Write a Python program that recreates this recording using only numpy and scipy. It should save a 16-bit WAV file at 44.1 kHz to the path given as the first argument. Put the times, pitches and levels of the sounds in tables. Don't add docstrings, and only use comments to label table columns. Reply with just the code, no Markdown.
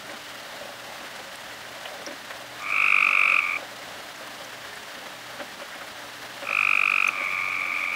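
import sys
import numpy as np
from scipy import signal
from scipy.fft import rfft, irfft, next_fast_len
from scipy.io import wavfile
from scipy.ndimage import map_coordinates

SR = 44100
rng = np.random.default_rng(int(sys.argv[2]) if len(sys.argv) > 2 else 0)


def file_out(sig):
    cols = np.atleast_2d(sig).T
    lim = np.clip(cols, -1, 1)
    pcm = np.round(lim * 32767).astype(np.int16)
    wavfile.write(sys.argv[1], SR, pcm)


N = 350595

# [f/Hz, decay by 60 dB t/s]
YARD_DECAY = [(300, 0.38), (1300, 0.22), (2500, 0.14), (10000, 0.17)]
# [f/Hz, rms level/dB before it wavers]
PUMP_LINES = [(120, -64.5), (295, -60), (360, -71), (419, -64.5)]
# [f/Hz, relative level per Hz/dB]
FLOW_SPECTRUM = [(250, -25), (450, -16.5), (560, -2), (750, -2.5), (970, -4), (1300, -3), (1700, -2.5),
                 (2150, -6), (2480, -8.5), (2850, -5.5), (4000, -9), (6500, -16), (11500, -23.5),
                 (15500, -24)]
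RUMBLE_SPECTRUM = [(20, -24), (45, -16), (65, -6.5), (90, -7.5), (140, -5), (220, 1), (290, -1),
                   (370, -4.5), (450, -0.5), (650, -53), (1200, -60)]
# [f/Hz, width f/Hz, relative level/dB]
HOLLOW_MODES = [(555.7, 61, -0.5), (678, 76, -4), (777, 84, -4)]
# [t/s, number of slaps, then relative level/dB of hollow ring, thump, splash]
WAVELETS = [(0.091, 2, -35.5, -36, -30), (0.609, 3, -32.5, -50, -46), (1.002, 1, -41, -44, -38),
            (1.852, 1, -31, -57, -27), (2.067, 2, -33.5, -34.5, -28.5), (2.301, 1, -37, -56, -26.5),
            (3.582, 2, -32.5, -47, -32), (4.208, 1, -35.5, -46, -48), (5.399, 1, -30, -36, -27.5),
            (6.421, 1, -30, -43, -28), (6.496, 1, -31.5, -45, -24), (7.076, 1, -33.5, -40, -33)]
# [relative level/dB of hollow ring, thump, splash]
RIPPLE_LEVELS = (-42, -46, -31)
# [t/s, relative level/dB, f/Hz, width/octaves]
CLEAR_DRIPS = [(1.0, -32, 2680, .08), (1.356, -33, 9000, .3), (1.856, -24.5, 2940, 0.16),
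               (2.064, -24, 5400, 0.13), (4.273, -38, 10000, .3), (4.447, -34.5, 6000, .2),
               (5.735, -30, 1400, 0.11), (5.808, -21, 1330, 0.11), (7.076, -25, 6100, 0.084),
               (7.078, -27, 9500, .4)]
# [start t/s, end t/s, settled pulses/s, extra pulses/s at the start, pulses/s lost at the end,
#          first pulse relative level/dB, full relative level/dB]
FAR_TRILLS = [(2.6023, 3.564, 44.69, 5.3, 3.7, -42, -20.8), (7.0742, 7.95, 44.78, 4.05, 0, -42, -21.7)]
NEAR_TRILLS = [(2.684, 3.397, 47.47, 4.27, 10.5, -34, -12.2), (6.4335, 7.096, 47.55, 4.78, 3.1, -42, -13)]
# [delay t/s, length t/s, start f/Hz, end f/Hz, glide exponent,
#                       peak lateness exponent, relative level/dB]
FAR_CHIRPS = [(0, 0.00876, 1050, 1270, 1.41, 1.92, -0.23), (0.0097, 0.0082, 1129, 1230, 2.7, 1.54, 0.1)]
NEAR_CHIRPS = [(0.0012, 0.0074, 1079, 1355, 0.97, 1.23, 1.37)]
# [multiple of the pitch, relative level/dB]
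FAR_OVERTONES = [(3, -26.5)]
NEAR_OVERTONES = [(3, -27.5), (4, -34), (7, -42.5), (8, -45)]
# [lower f/Hz, upper f/Hz]
SAC_RINGS = [(1207, 2303)]
# [f/Hz, width f/Hz, level/dB]
THROAT_MODES = [(1490, 313, 1.5)]
# [f/Hz, width f/Hz, level/dB]
SHEEN_MODES = [(8400, 150, 13)]

MIC_TOP_HZ = 15740
SLAP_GAP_S, SLAP_LOSS_DB = 0.0396, 2.5
RIPPLE_SPREAD_DB = 1
DRIP_T60_S, DRIP_OCTAVES = 0.031, 0.094
PATTER_DB, PATTER_RANGE_DB = -46.5, 14
PATTER_LOW_HZ, PATTER_OCTAVES = 1500, 2.8
FAR_SETTLE_S, FAR_TIRE_S = 0.3, 0.07
NEAR_SETTLE_S, NEAR_TIRE_S = 0.2, 0.04
SWELL_S = 0.048


def amp(db):
    return 10 ** (np.asarray(db) / 20)


def unit(x):
    return x / np.sqrt(np.mean(x ** 2) + 1e-20)


def along(points, hz):
    f, v = np.transpose(points)
    return np.interp(np.log(hz + 1), np.log(f + 1), v)


def wobble(rate):
    steps = np.arange(0, N + 32, 32)
    knots = rng.standard_normal(2000)
    curve = map_coordinates(knots, [steps * rate / SR])
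    return np.interp(np.arange(N), steps, curve)


def filtered(x, response):
    size = next_fast_len(len(x) + SR // 10, real=True)
    spectrum = rfft(x, size) * response(np.fft.rfftfreq(size, 1 / SR))
    return irfft(spectrum, size)[:len(x)]


def resonances(modes):
    def response(f):
        return sum((-1) ** k * amp(db) * 1j * f * width / (centre ** 2 - f * f + 1j * f * width)
                   for k, (centre, width, db) in enumerate(modes))
    return response


def band(centre_hz, octaves):
    return lambda f: np.exp(-0.5 * (np.log2((f + 1) / centre_hz) / octaves) ** 2)


def noise(response, size=N):
    return unit(filtered(rng.standard_normal(size), response))


def burst(rise, t60):
    t = np.arange(SR // 3) / SR
    shape = (1 - np.exp(-t / rise)) * amp(-60 * t / t60)
    return shape / shape.max()


def add(track, s, sound):
    part = track[max(round(s * SR), 0):][:len(sound)]
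    part += sound[:len(part)]


def yard(x):
    hz, t, cells = signal.stft(rng.standard_normal(SR // 3), SR, nperseg=256)
    decay = amp(-60 * t / along(YARD_DECAY, hz)[:, None])
    tail = signal.istft(cells * decay, SR, nperseg=256)[1]
    return signal.fftconvolve(x, tail / np.linalg.norm(tail))[:N]


def pump():
    t = np.arange(N) / SR
    hum = np.zeros(N)
    for hz, db in PUMP_LINES:
        level = np.sqrt(2) * amp(db + 2.8 * wobble(4.5))
        hum += level * np.sin(2 * np.pi * hz * t + 0.73 * wobble(7.5))
    return hum


def running_water():
    surge_db = 0.25 * wobble(5.3)
    hiss_db = -40.0 + surge_db + 1.01 * wobble(90)
    hiss = amp(hiss_db) * noise(lambda f: amp(along(FLOW_SPECTRUM, f)))
    trickle = amp(-52.0 + surge_db + 3.1 * wobble(70)) * noise(band(1810, 0.3))
    gurgle_db = -53.5 + 2.9 * wobble(5) + 3.1 * wobble(35)
    gurgle = amp(gurgle_db) * noise(resonances(HOLLOW_MODES))
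    rumble = amp(-54.5 + 1.2 * wobble(18)) * noise(lambda f: amp(along(RUMBLE_SPECTRUM, f)))
    return hiss + trickle + gurgle + rumble


def slaps():
    rows = []
    for s, count, *levels in WAVELETS:
        for k in range(round(count)):
            rows.append((s + k * SLAP_GAP_S, *(np.array(levels) - k * SLAP_LOSS_DB)))
    times = rng.uniform(0, N / SR, size=12)
    levels = RIPPLE_LEVELS + RIPPLE_SPREAD_DB * rng.standard_normal(size=(len(times), 3))
    return rows + list(np.column_stack([times, levels]))


def laps():
    ring, thump, splash = np.zeros((3, N))
    for s, ring_db, thump_db, splash_db in slaps():
        add(ring, s, amp(ring_db - 5.0) * burst(0.0041, 0.14))
        add(thump, s, amp(thump_db - 6.0) * burst(0.012, 0.11))
        add(splash, s, amp(splash_db - 9.5) * burst(0.0047, 0.084))
    ring *= noise(lambda f: resonances(HOLLOW_MODES)(f) ** 2)
    thump *= noise(band(297, 0.29))
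    splash *= noise(band(1570, 0.69))
    return ring + thump + splash


def drips():
    out = np.zeros(N)
    patter = [(s * N / SR, PATTER_DB + PATTER_RANGE_DB * size,
               PATTER_LOW_HZ * 2 ** (PATTER_OCTAVES * height), 0.25)
              for s, size, height in rng.random(size=(40, 3))]
    for s, db, hz, octaves in list(CLEAR_DRIPS) + patter:
        shape = burst(0.0013, DRIP_T60_S * np.sqrt(DRIP_OCTAVES / octaves))
        add(out, s, amp(db - 8.5) * shape * noise(band(hz, octaves), size=len(shape)))
    return out


def pulses(trills, settle_s, tire_s, jitter_s, scatter_db):
    rows = []
    for start, end, settled, eager, tired, first_db, full_db in trills:
        t = np.arange(0, end - start, 1 / SR)
        rate = settled + eager * np.exp(-t / settle_s) - tired * np.exp((t - t[-1]) / tire_s)
        turns = np.cumsum(rate) / SR
        age = np.interp(np.arange(int(turns[-1]) + 1), turns, t)
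        level_db = full_db + (first_db - full_db) * np.exp(-age / SWELL_S)
        rows += zip(start + age, level_db)
    return rows + rng.standard_normal((len(rows), 2)) * [jitter_s, scatter_db]


def set_phase(chirp, t, ring_hz, slip):
    ahead = np.angle(np.sum(chirp * np.exp(-2j * np.pi * ring_hz * t)))
    return np.real(chirp * np.exp(1j * (slip * rng.normal() - ahead)))


def frog(beats, chirps, overtones, lead, swell, base_db, base_growth, slip, flutter, drift):
    base, upper = np.zeros(N), np.zeros(N)
    lower_hz, upper_hz = SAC_RINGS[0]
    full_db = beats[:, 1].max()
    t = np.arange(SR // 70) / SR
    wander_s = 0.000973 * wobble(3)
    for s, db in beats:
        ring_t = t + wander_s[min(round(s * SR), N - 1)]
        for delay, length, start_hz, end_hz, bend, late, chirp_db in chirps:
            start = round((s + delay - lead) * SR) / SR
            u = np.minimum(t / length, 1)
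            glide = start_hz + (end_hz - start_hz) * u ** bend
            hz = glide * (1 + drift * rng.normal())
            phase = 2 * np.pi * np.cumsum(hz) / SR
            uneven = 1 + flutter * map_coordinates(rng.standard_normal(size=6), [u * 5])
            shape = amp(db + chirp_db) * np.abs(np.sin(np.pi * u ** late)) ** swell * uneven
            share = amp(base_db + base_growth * (full_db - db))
            fundamental = set_phase(shape * np.exp(1j * phase), start + ring_t, lower_hz, 2 * slip)
            octave = set_phase(shape * np.exp(2j * phase), start + ring_t, upper_hz, slip)
            add(base, start, share * fundamental)
            add(upper, start, octave)
            faint = sum(amp(level) * np.sin(round(k) * phase) for k, level in overtones)
            add(upper, start, shape * faint)
    return base, upper


def far_frog():
    beats = pulses(FAR_TRILLS, FAR_SETTLE_S, FAR_TIRE_S, jitter_s=0.0001, scatter_db=0.4)
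    base, upper = frog(beats, FAR_CHIRPS, FAR_OVERTONES, lead=0.0056, swell=0.43, base_db=-6.5,
                       base_growth=0.84, slip=0.35, flutter=0.17, drift=0.016)
    base = filtered(base, resonances(THROAT_MODES))
    echoes = amp(-5.0) * yard(base) + amp(-15.5) * yard(upper)
    return base + upper + echoes


def near_frog():
    beats = pulses(NEAR_TRILLS, NEAR_SETTLE_S, NEAR_TIRE_S, jitter_s=0.0002, scatter_db=0.45)
    base, upper = frog(beats, NEAR_CHIRPS, NEAR_OVERTONES, lead=0.0046, swell=0.73, base_db=-7.0,
                       base_growth=0.56, slip=2.04, flutter=0.079, drift=0.005)
    base = filtered(base, resonances(THROAT_MODES))
    sheen = filtered(upper, resonances(SHEEN_MODES))
    echoes = amp(-11.5) * yard(base) + amp(-16) * yard(upper)
    return base + upper + sheen + echoes


def scene():
    water = running_water() + laps() + drips()
    return (pump() + water + far_frog() + near_frog())[None]


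def record(dry):
    return np.array([filtered(channel, lambda hz: hz < MIC_TOP_HZ) for channel in dry])


dry = scene()
out = record(dry)
file_out(out)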